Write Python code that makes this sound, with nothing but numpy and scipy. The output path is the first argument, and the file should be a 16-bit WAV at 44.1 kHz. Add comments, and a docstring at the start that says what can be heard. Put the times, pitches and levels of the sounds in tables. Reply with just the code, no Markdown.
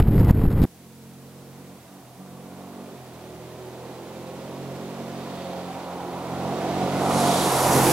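"""First, on board a motorcycle: wind buffets the camera's microphone and snaps the rider's jacket.
At 0.655 s we are at the side of a gravel road with a stereo pair, the bike some 140 m off behind a crest.
The exhaust puffs of its twin-cylinder engine drone; it shifts up at 3 s, and single overtones howl out
as it comes closer. The tyres roar and crunch, and from about 7 s they spray loose gravel close by."""
import sys
import numpy as np
from scipy import signal
from scipy.fft import rfft, irfft, next_fast_len
from scipy.io import wavfile

SR = 44100
rng = np.random.default_rng(int(sys.argv[2]) if len(sys.argv) > 2 else 0)


def int16_out(signal):
    """Quantize to a 16-bit WAV file."""
    q = np.round(np.clip(np.atleast_2d(signal).T, -1, 1) * 32767)
    wavfile.write(sys.argv[1], SR, q.astype(np.int16))


N = 349272

# the rider's hand: (time [s], throttle opening [0-1])
THROTTLE = [(.7, 0.54), (1, 1), (1.7, 0.9), (1.9, 0.24), (2.15, 0.4), (2.4, 0.86), (2.9, 1), (3.1, 0.68),
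            (3.7, 0.7), (4.7, 0.9), (5.15, 0.96), (5.85, 0.13), (6.2, 0.24), (6.42, 0.85), (7.25, 1),
            (7.5, 0.15), (7.75, 0.6)]
# throttle snapped shut, for gear changes and once close by: (start [s], end [s], speed sag [cycles/s])
THROTTLE_SHUTS = [(1.78, 1.875, 4.37), (2.025, 2.175, 4.32), (2.974, 3.06, 0.98), (7.494, 7.669, .9)]
# tyre roar heard close by: (frequency [Hz], relative density [dB])
NEAR_ROAR_SPECTRUM = [(220, -24), (340, -7.5), (500, -3), (750, 2), (980, .5), (1300, -8), (1460, -6.5),
                      (1600, -17), (1900, -12.5), (2300, -21.5), (5000, -50)]
# distant sound across the roadside pair: (frequency [Hz], left-right likeness [0-1])
DISTANT_LIKENESS = [(100, .998), (500, .99), (1000, .96), (2000, .65), (4000, .3), (8000, .15), (13000, .1)]


def engine(turns, drone_db=-0.2, bark_db=-27, rasp_db=-25):
    """Exhaust drone, a bark of rough upper orders and the rasp of each gas puff, with the lesser voices."""
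    # upper exhaust orders: (order [multiple of the cycle rate], relative level [dB])
    upper_orders = [(7, -9.5), (8, -6.5), (9, -11.5), (10, -16), (11, -9.5), (14, -16.5), (16, -15),
                    (17, -28), (18, -17.5), (21, -18), (22, -22), (23, -25), (25, -18)]
    # rushing exhaust gas: (frequency [Hz], relative density [dB])
    rasp_spectrum = [(25, -36), (55, -20), (90, -16), (150, -3.5), (220, -2.5), (340, 1), (520, 1.5),
                     (700, -5), (1100, -13.5), (2500, -38)]
    load = in_time(THROTTLE)[0] * (1 - overrun())
    effort_db = -7 * (1 - load) + overrun() - crest_shadow_db()
    closeness = np.clip(1.5 - distance() / 32, 0, 1)   # beyond 48 m the beats even out
    drone = carried(drone_db) * exhaust_drone(turns) * uneven_firings(turns, spread_db=3 * closeness)
    lows = drone + exhaust_chuff(turns)
    bark = carried(bark_db + effort_db) * overtones(turns, upper_orders, fade_db=3.5, rough=0.4)
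    whine = gear_whine(turns, load)
    rasp_gain = carried(rasp_db + effort_db - .5 * crest_shadow_db())
    rasp = rasp_gain * colour(white(), rasp_spectrum) * firing(turns, depth=0.43)
    highs = bark + engine_howl(turns) + whine + rasp + growl(turns)
    return pan(lows, right_db=2) + pan(highs, right_db=2.5)


def exhaust_drone(turns, waver_db=1.56, wander_rad=.1):
    """Clean low orders; the higher lag, so each beat sweeps upward, and far off the beats merge to a hum."""
    # (order [multiple of the cycle rate], loss at zero throttle [dB], change on overrun [dB])
    low_orders = [(2, 9, -1), (3, 11.5, 3), (4, 2, -12), (5, 13, -6), (6, 3.5, -5)]
    # silencer resonances that the orders slide through: (frequency [Hz], level at full throttle [dB])
    silencer = [(82, -35), (92, -38), (123, -27), (141, -28), (165, -34), (180, -28.5), (192, -27),
                (207, -31), (232, -28.5), (255, -36), (278, -29)]
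    # single orders swell and fade: (time [s], half length [s], order [multiple], change [dB])
    order_swells = [(0.78, .2, 3, -4.5), (0.79, 0.11, 4, 1), (2.77, 0.16, 3, -8), (2.817, 0.1, 5, 6),
                    (2.85, 0.08, 6, 1), (3.015, 0.03, 3, 2.5), (3.0, .04, 4, -4), (2.97, .06, 5, -3),
                    (2.8, .022, 4, 3), (2.6, 0.4, 4, 2.5), (2.46, 0.22, 5, 4), (4.8, 0.35, 5, 3),
                    (3.3, 0.28, 3, -0.5), (3.6, 0.48, 6, -5), (4.7, 0.37, 6, 2.5), (1.93, 0.042, 4, 2.5),
                    (2.2, 0.043, 4, 3.5), (5.88, 0.12, 3, -5), (5.88, 0.13, 4, 3), (6.1, 0.46, 6, 3.5),
                    (5.6, .15, 4, 3), (7.103, 0.053, 3, -1), (7.4, .12, 4, -1.5), (7.818, 0.18, 3, 3),
                    (7.72, .08, 4, -4)]
    rate, shut = cycle_rate(), overrun()
    eased = 1 - in_time(THROTTLE)[0]
    dispersion = np.interp(distance(), [106, 120], [0.0833, 0.122])
    out = 0
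    for order, loss_db, overrun_db in low_orders:
        hz = order * rate
        hidden = np.interp(hz, [150, 520], [0, 1])   # the bass bends over the crest
        level_db = np.interp(hz, *np.transpose(silencer)) - loss_db * eased + overrun_db * shut
        level_db -= hidden * crest_shadow_db()
        level_db += sum(db * swell(s, half_s) for s, half_s, k, db in order_swells if k == order)
        phase = 2 * np.pi * (order * turns - dispersion * order ** 2) + wander_rad * drift(3.9)
        out += from_db(level_db + waver_db * drift(2.2)) * np.sqrt(2) * np.cos(phase)
    return out


def exhaust_chuff(turns, level_db=-24, shut_loss_db=5):
    """Close to the microphones, each puff leaves the silencer as a coarse low blast of gas."""
    # the blast: (frequency [Hz], relative density [dB])
    spectrum = [(45, -20), (70, -7), (130, -5), (220, -5), (380, 2.5), (520, -1.5), (750, -21), (1500, -37)]
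    gain = carried(level_db - shut_loss_db * overrun(), ground_db_per_m=0.23)
    return gain * colour(white(), spectrum) * firing(turns, depth=2)


def engine_howl(turns):
    """Single engine overtones howl out at set moments, each for a while."""
    # (time [s], half length [s], order [multiple of the cycle rate], level at 10 m [dB])
    howls = [(1.35, .12, 11, -37), (2.65, .2, 15, -35), (2.642, .25, 23, -42), (2.7, .25, 24, -47),
             (3.5, 0.43, 15, -34.5), (3.55, 0.54, 9, -32.5), (3.92, 0.09, 7, -35.5), (3.5, 0.2, 12, -40),
             (4.6, 0.49, 9, -39), (4.251, 0.59, 12, -30), (4.553, .4, 15, -33.5), (4.956, 0.23, 12, -35),
             (5.057, 0.2, 15, -34), (5.086, 0.099, 8, -27), (5.46, .16, 12, -29), (5.47, 0.2, 15, -28.5),
             (5.872, 0.3, 12, -32), (6.05, 0.36, 22, -39), (6.52, 0.21, 15, -30), (6.85, .15, 16, -30),
             (6.947, 0.4, 12, -33), (7.252, 0.19, 15, -29)]
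    out = 0
    for order in sorted({row[2] for row in howls}):
        gain = sum(from_db(db) * swell(s, half_s) for s, half_s, k, db in howls if k == order)
        out += gain * overtones(turns, [(order, 0)], fade_db=1.74, rough=.5)
    return carried(0) * out


def growl(turns):
    """The firings shake a hollow resonance that wanders in pitch; a higher one rings while coasting."""
    # the hollow resonance: (time [s], centre [Hz], level at 10 m [dB])
    resonance = [(1.2, 694, -55), (2, 711.5, -39), (2.7, 699, -34.5), (3.3, 700, -35), (3.65, 695, -41),
                 (3.78, 700, -29), (3.95, 701.3, -53), (5.1, 693, -39), (5.6, 770, -30.5),
                 (5.9, 786, -28.5), (6.15, 766.4, -31), (6.45, 717.5, -26), (7.2, 713.8, -26),
                 (7.62, 739.5, -36), (7.85, 815, -30.5)]
    # the higher ring: (time [s], half length [s], level at 10 m [dB])
    coast_rings = [(5.95, 0.27, -40), (7.597, 0.15, -30)]
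    centre_hz, level_db = in_time(resonance)
    hollow = carried(level_db) * ringing(centre_hz, width_hz=56)
    coast_gain = sum(carried(db) * swell(s, half_s) for s, half_s, db in coast_rings)
    coasting = coast_gain * ringing(centre_hz=980, width_hz=28)
    return (hollow + coasting) * firing(turns, depth=0.44)


def gear_whine(turns, load, order=10.22, level_db=-36):
    """The gears whine thinly under load while the bike is still far away."""
    gain = carried(level_db + 1.1 * drift(6)) * load * during(0.93, 2.52, ramp_s=0.11)
    return gain * np.sqrt(2) * np.cos(2 * np.pi * order * turns + 0.33 * drift(10))


def overtones(turns, orders, fade_db, rough):
    """Upper orders fade in and out over the changing ground path and shake with uneven firings."""
    out = 0
    for order, level_db in orders:
        phase = 2 * np.pi * (order * turns + rng.random()) + rough * drift(7.9)
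        out += from_db(level_db + fade_db * drift(5.7)) * np.sqrt(2) * np.cos(phase)
    return out


def firing(turns, depth):
    """The two cylinders give two unevenly spaced puffs in every cycle; rms 1."""
    puffs = sum(np.exp(4 * (np.cos(2 * np.pi * (turns - late)) - 1)) for late in (0, 3 / 8))
    return rms_one(1 + depth * puffs)


def uneven_firings(turns, spread_db):
    """Every cycle burns with a strength of its own."""
    cycles = np.arange(int(turns[-1]) + 2)
    strengths = rng.standard_normal(N)[:len(cycles)]
    return from_db(spread_db * np.interp(turns, cycles, strengths))


def cycle_rate(sag_s=0.071, overshoot=0.4187, blip_s=0.05002):
    """Engine cycles per second; they sag when the throttle snaps shut and blip as it reopens."""
    # engine speed in gear, with an upshift at 3 s: (time [s], four-stroke rate [cycles/s])
    engine_speed = [(.7, 43.7), (1.7, 46), (2.35, 45.5), (2.9, 48.5), (3.1, 40.8), (3.69, 41.4),
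                    (4.9, 46.1), (5.32, 45.7), (5.91, 44.1), (6.23, 44.2), (7.07, 47.4), (7.4, 46.1),
                    (7.92, 43.3)]
    rate = in_time(engine_speed)[0]
    for start, end, sag in THROTTLE_SHUTS:
        rate += sag * (overshoot * swell(end + blip_s, blip_s) - during(start, end, sag_s))
    return rate


def overrun():
    """1 while the throttle is snapped shut, else 0."""
    return sum(during(start, end, ramp_s=0.036) for start, end, _ in THROTTLE_SHUTS)


def tyre_roar(turns):
    """The broad roar of the rolling tyres, throbbing faintly with the firings."""
    # the roar over changing ground: (time [s], level at 10 m [dB])
    levels = [(.8, -39.5), (1.55, -33), (2.15, -33.5), (2.7, -29.5), (3.1, -32.5), (3.65, -31), (3.87, -30),
              (4.5, -30.5), (5.8, -27), (6.9, -25.5), (7.13, -20.5), (7.53, -23), (7.7, -21.5), (7.92, -27)]
    # the roar from far up the road: (frequency [Hz], relative density [dB])
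    far_spectrum = [(250, -36), (500, -3), (600, -0.5), (710, 3.5), (860, -1.5), (1000, -1.2), (1200, -6),
                    (1430, -8), (1700, -20), (2400, -18), (5000, -51)]
    gain = carried(in_time(levels)[0] + 0.31 * drift(11))
    roar = nearing(white(), far_spectrum, NEAR_ROAR_SPECTRUM, DISTANT_LIKENESS)
    return gain * firing(turns, depth=0.043) * roar


def stone_knocks():
    """Close by, big stones knock under the tyres: short dull bursts with the colour of the roar."""
    # (time [s], peak level [dB])
    knocks = [(7.108, -20.5), (7.138, -22), (7.238, -20), (7.357, -24), (7.539, -26), (7.577, -20),
              (7.598, -22), (7.691, -26), (7.767, -22), (7.789, -17), (7.843, -20)]
    return bursts(knocks, decay_s=0.0081) * colour(white(), NEAR_ROAR_SPECTRUM)


def gravel(crunch_db=-30.5, rolling_loss_db=8, grit_db=-47, pebble_db=-48, grip_s=0.17):
    """Stones crunch under the tyres, less when the rear wheel only rolls; coarse patches hiss and rattle."""
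    # crunching stones: (frequency [Hz], relative density [dB])
    crunch_spectrum = [(700, -5.5), (1400, -1.5), (2000, -1), (2700, -2.5), (3700, -3.5), (5000, -7.5),
                       (7500, -12), (12000, -23.5)]
    # hissing grit: (frequency [Hz], relative density [dB])
    grit_spectrum = [(2300, -25), (3200, -3.5), (3650, -2), (4200, -3), (5500, -19)]
    # coarse patches in the road: (time [s], half length [s], rise [dB])
    patches = [(3.8, 0.65, 3), (5.4, 0.28, 9), (7.327, 0.21, 14.5)]
    follow = 1 / (grip_s * SR)   # the tyre digs in a moment after the throttle opens
    rolling = signal.lfilter([follow], [1, follow - 1], (1 - in_time(THROTTLE)[0]) ** 2)
    level_db = crunch_db - rolling_loss_db * rolling - 0.33 * crest_shadow_db() + .5 * drift(30)
    patch_db = sum(db * swell(s, half_s) for s, half_s, db in patches)
    crunch = from_db(level_db) * colour(impacts(per_s=8000, spread_db=2), crunch_spectrum)
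    grit = from_db(grit_db + patch_db) * colour(impacts(per_s=6100, spread_db=2.5), grit_spectrum)
    rattle = from_db(pebble_db + patch_db) * pebbles()
    return carried(0, ground_db_per_m=0.04) * (crunch + grit + rattle)


def pebbles(ring_s=.0016):
    """Small stones clack together, each ringing briefly at one of several pitches; rms 1."""
    # pebble resonances: (frequency [Hz], relative level [dB])
    modes = [(2900, -6), (3300, 0), (3520, 0), (3750, 2), (4050, -3.5), (4600, 2), (5400, -9), (6300, -8)]
    hits = impacts(per_s=260, spread_db=1)
    mode_of_hit = rng.integers(0, len(modes), N)
    r = np.exp(-1 / (ring_s * SR))
    out = 0
    for k, (hz, level_db) in enumerate(modes):
        poles = [1, -2 * r * np.cos(2 * np.pi * hz / SR), r * r]
        strikes = hits * (mode_of_hit == k) + 1e-18 * (mode_of_hit == 0)
        out += from_db(level_db) * signal.lfilter([1, 0, -1], poles, strikes)
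    return rms_one(out + out[::-1] / 2)   # each clack reaches both microphones


def flying_stones(spray_db=-44, loose_from_s=6.83, loose_ramp_s=0.35, loose_rise_db=18.5):
    """The tyres fling a bright spray that leaps up where the gravel lies loose, near the microphones."""
    # the spray from far off: (frequency [Hz], relative density [dB])
    far_spectrum = [(2000, -22), (4000, 0.5), (6500, 2), (8500, 0), (11500, 0.5), (12100, -11),
                    (14000, -28), (15600, -38)]
    # the spray close by: (frequency [Hz], relative density [dB])
    near_spectrum = [(2000, -4.5), (4000, -7), (6500, -3), (8500, -2.5), (11200, 0), (12400, -3.5),
                     (14000, -6.5), (15600, -15)]
    # the spray across the pair: (frequency [Hz], left-right likeness [0-1])
    likeness = [(2000, 1), (5000, 0.76), (10000, 0.81), (14000, 0.31)]
    loose = np.clip((np.arange(N) / SR - loose_from_s) / loose_ramp_s, 0, 1)
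    gain = carried(spray_db + loose_rise_db * loose + 0.53 * drift(25), ground_db_per_m=0.15)
    return gain * nearing(impacts(per_s=12000, spread_db=2), far_spectrum, near_spectrum, likeness)


def wind(rumble_db=-18.5, rush_db=-39.5, crackle_db=-56):
    """Turbulence on the on-board microphone gives lumpy pressure and a tearing rush; cloth flicks in it."""
    # an abrupt click at the start, a brief duck after the hardest buffet (0.326 s), else gusts and lulls:
    # (time [s], half length [s], rumble change [dB], rush change [dB])
    level_changes = [(.002, 0.01, 7.5, 15.5), (0.047, .012, -4.5, 0), (0.215, 0.095, 3.5, 5),
                     (0.3, 0.0093, 0.5, 8), (0.326, 0.011, -14, -6), (0.429, 0.0092, -5, 7),
                     (0.61, 0.0035, -3, -5), (.635, 0.049, 2, 6)]
    # pressure on the microphone: (frequency [Hz], relative density [dB])
    rumble_spectrum = [(15, -3.5), (28, -29), (45, -4), (120, -4), (200, -11), (300, -15.5), (450, -21.5),
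                       (700, -42), (1500, -48), (4000, -87)]
    # air tearing past it: (frequency [Hz], relative density [dB])
    rush_spectrum = [(300, 3), (700, 5.5), (1200, -3.5), (2000, -9.5), (3500, -20.5), (5200, -27),
                     (7000, -29), (10000, -25), (11300, -20), (12100, -22), (13000, -23), (15500, -32)]
    rumble_change_db = sum(db * swell(s, half_s) for s, half_s, db, _ in level_changes)
    rush_change_db = sum(db * swell(s, half_s) for s, half_s, _, db in level_changes)
    dips = buffets()
    rumble = from_db(rumble_db + rumble_change_db) * mono_noise(rumble_spectrum)
    pressure = rumble * (1 - np.clip(np.abs(dips), 0, 1)) + dips
    rush = from_db(rush_db + rush_change_db + 3 * drift(79)) * mono_noise(rush_spectrum)
    cloth_flicks = signal.lfilter([1], [1, -.8], impacts(per_s=300, spread_db=4.5)[0])
    crackle = from_db(crackle_db + rush_change_db) * rms_one(cloth_flicks)
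    return pressure + rush + crackle + recorder_whistle(pressure)


def buffets():
    """Eddies slap the on-board microphone, each a dip of suction between two rims of pressure."""
    # (time [s], suction level [dB], half width [ms])
    eddies = [(0.025, -6.5, 2.15), (0.084, -6, 1.8), (0.212, -7.5, 0.95), (0.3095, 1.5, 1.46),
              (0.4395, -5, 1.14), (0.48, -8, 4.6), (.619, -4, 1.1), (.640, -5.5, 1.03)]
    dips = np.zeros(N)
    for s, level_db, width_ms in eddies:
        u = np.clip((np.arange(N) / SR - s) / (width_ms / 1000), -9, 9)
        dips -= from_db(level_db) * (1 - u ** 2 / 2) * np.exp(-u ** 2 / 2)
    return dips


def jacket_snaps(boost_db=3):
    """The rider's jacket snaps in the airstream."""
    # (time [s], relative peak level [dB])
    snaps = [(.0256, -35), (.0845, -43), (.1455, -45), (.1705, -47), (.1895, -42), (.1977, -37),
             (.2472, -35), (.2925, -40), (.3098, -32), (.404, -49), (.437, -52), (.486, -46), (.5158, -48),
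             (.527, -40), (.619, -37), (.627, -34), (.6312, -37), (.636, -37), (.640, -35)]
    # snapping cloth: (frequency [Hz], relative density [dB])
    spectrum = [(500, -6), (1500, 7), (4500, 2), (7500, -2), (12000, -10), (15000, -14)]
    return from_db(boost_db) * bursts(snaps, decay_s=0.001) * mono_noise(spectrum)


def recorder_whistle(pressure, level_db=-50.5, hz=12050):
    """A thin whistle follows the rumble: the recorder mirrors the bass around 12 kHz."""
    swings = rms_one(np.gradient(pressure))
    return from_db(level_db) * swings * np.cos(2 * np.pi * hz * np.arange(N) / SR)


def still_air(level_db=-52):
    """The quiet floor at the roadside: still air and microphone hiss."""
    # (frequency [Hz], relative density [dB])
    spectrum = [(25, 1), (100, 16), (280, 22), (450, 7), (700, -11), (1500, 3.5), (3000, 0), (6000, 3),
                (11000, 3), (15600, 0.5)]
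    return from_db(level_db) * colour(white(), spectrum)


def distance(speed_m_per_s=18.63, pass_s=8.02, miss_m=7.97):
    """Metres from the roadside microphones to the bike, which rides a straight line."""
    return np.hypot(speed_m_per_s * (pass_s - np.arange(N) / SR), miss_m)


def carried(level_db, ground_db_per_m=0, reference_m=10):
    """Gain of a source on the bike: it falls with distance, and the ground may soak up more."""
    metres = distance()
    return from_db(level_db - ground_db_per_m * metres) * reference_m / metres


def crest_shadow_db(crest_m=84, db_per_m=0.14):
    """Beyond a crest, the road hides the bike more with every metre."""
    return db_per_m * np.maximum(distance() - crest_m, 0)


def nearing(pair, far_spectrum, near_spectrum, likeness, near_m=8.4, far_m=15):
    """A noise whose colour opens as the bike draws level with the microphones."""
    near = np.interp(distance(), [near_m, far_m], [1, 0.23])
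    far_sound = colour(pair, far_spectrum, likeness)
    near_sound = colour(pair, near_spectrum, likeness)
    return (1 - near) * far_sound + near * near_sound


def from_the_right(x, lag_samples=2, low_cut_hz=36):
    """The left microphone hears the bike later; the right one's low cut makes the bass lead there."""
    low_cut = signal.butter(1, low_cut_hz, "high", fs=SR, output="sos")
    return np.array([np.roll(x[0], lag_samples), signal.sosfilt(low_cut, x[1])])


def deaf_band(x, notch_hz=6000, width_hz=560):
    """The on-board microphone is deaf in one narrow band: two like notches in series."""
    b, a = signal.iirnotch(notch_hz, notch_hz / width_hz, fs=SR)
    return signal.lfilter(b, a, signal.lfilter(b, a, x))


def pan(x, right_db):
    """Lean a sound to the right."""
    return x * from_db([[-right_db / 2], [right_db / 2]])


def white():
    """Two unrelated white noises."""
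    return rng.standard_normal((2, N))


def impacts(per_s, spread_db):
    """Two trains of random impacts, a few much harder than the rest; rms 1."""
    luck, hits = rng.random((2, N)), np.zeros((2, N))
    hardness = np.minimum(rng.exponential(1, (2, N)), 5)
    struck = np.abs(luck - .5) < per_s / SR / 2
    hits[struck] = np.sign(luck[struck] - .5) * from_db(spread_db * hardness[struck])
    return rms_one(hits)


def colour(pair, spectrum, likeness=DISTANT_LIKENESS):
    """Two unrelated signals become one stereo sound of this spectrum and likeness; rms 1."""
    size = next_fast_len(N, True)
    mid, side = rfft(pair, size) * from_db(at_hz(spectrum))
    alike = np.clip(at_hz(likeness), 0, 1)
    left_right = np.sqrt(1 + alike) * mid + np.sqrt(1 - alike) * side * [[1], [-1]]
    return rms_one(irfft(left_right, size)[:, :N])


def mono_noise(spectrum):
    """Noise of this spectrum on a single microphone; rms 1."""
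    size = next_fast_len(N, True)
    bins = rfft(rng.standard_normal(size)) * from_db(at_hz(spectrum))
    return rms_one(irfft(bins, size)[:N])


def ringing(centre_hz, width_hz):
    """Noise in one narrow resonance, whose centre may move; rms 1."""
    phase = 2 * np.pi * np.cumsum(centre_hz * np.ones(N)) / SR
    return drift(width_hz) * np.cos(phase) + drift(width_hz) * np.sin(phase)


def drift(rate_hz, step=40, settle=2000):
    """A slow random wander of spread 1."""
    r = np.exp(-2 * np.pi * step * rate_hz / SR)
    noise = rng.standard_normal(N // step + settle + 2)
    slow = rms_one(signal.lfilter([1], [1, -2 * r, r * r], noise)[settle:])
    return np.interp(np.arange(N) / step, np.arange(len(slow)), slow)


def bursts(rows, decay_s):
    """An envelope that jumps at each (time [s], peak level [dB]) and dies away."""
    s, level_db = np.transpose(rows)
    hits = np.zeros(N)
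    hits[(s * SR).astype(int)] = from_db(level_db)
    return signal.lfilter([1], [1, -np.exp(-1 / (decay_s * SR))], hits + 1e-18)


def swell(s, half_s):
    """A smooth bump of height 1 around a moment."""
    u = (np.arange(N) / SR - s) / half_s
    return np.exp(-np.minimum(u ** 2, 50))


def during(start, end, ramp_s):
    """1 between two moments, 0 outside, with ramped edges."""
    t = np.arange(N) / SR
    return np.clip(np.minimum(t - start, end - t) / ramp_s + .5, 0, 1)


def in_time(rows):
    """A table over time, read at every sample: one curve per value column."""
    s, *columns = np.transpose(rows)
    return [np.interp(np.arange(N) / SR, s, column) for column in columns]


def at_hz(points):
    """A table over frequency, read at every bin."""
    hz, value = np.transpose(points)
    bin_hz = np.fft.rfftfreq(next_fast_len(N, True), 1 / SR)
    return np.interp(np.log(bin_hz + 1), np.log(hz), value)


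def from_db(db):
    """Decibels to gain."""
    return np.exp(np.asarray(db) * (np.log(10) / 20))


def rms_one(x):
    """Scale to rms 1."""
    return x / np.sqrt(np.mean(x ** 2) + 1e-20)


def scene(ride_end_s=.655):
    """The on-board microphone gives way abruptly to the roadside pair, with the bike to its right."""
    on_board = deaf_band(wind() + jacket_snaps())
    turns = np.cumsum(cycle_rate()) / SR   # engine cycles completed
    bike = engine(turns)
    bike += pan(tyre_roar(turns) + stone_knocks(), right_db=2.5)
    bike += pan(gravel(), right_db=3.5)
    roadside = from_the_right(bike) + still_air() + pan(flying_stones(), right_db=0.3)
    at_roadside = np.clip((np.arange(N) / SR - ride_end_s) / 0.0026 + .5, 0, 1)
    return (1 - at_roadside) * on_board + at_roadside * roadside


def record(dry, cutoff_hz=15700):
    """Peaks are limited just under full scale, and the top of the treble is cut."""
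    low_pass = signal.ellip(10, .1, 90, cutoff_hz, fs=SR, output="sos")
    return signal.sosfilt(low_pass, np.clip(dry, -.97, .97))


dry = scene()
out = record(dry)
int16_out(out)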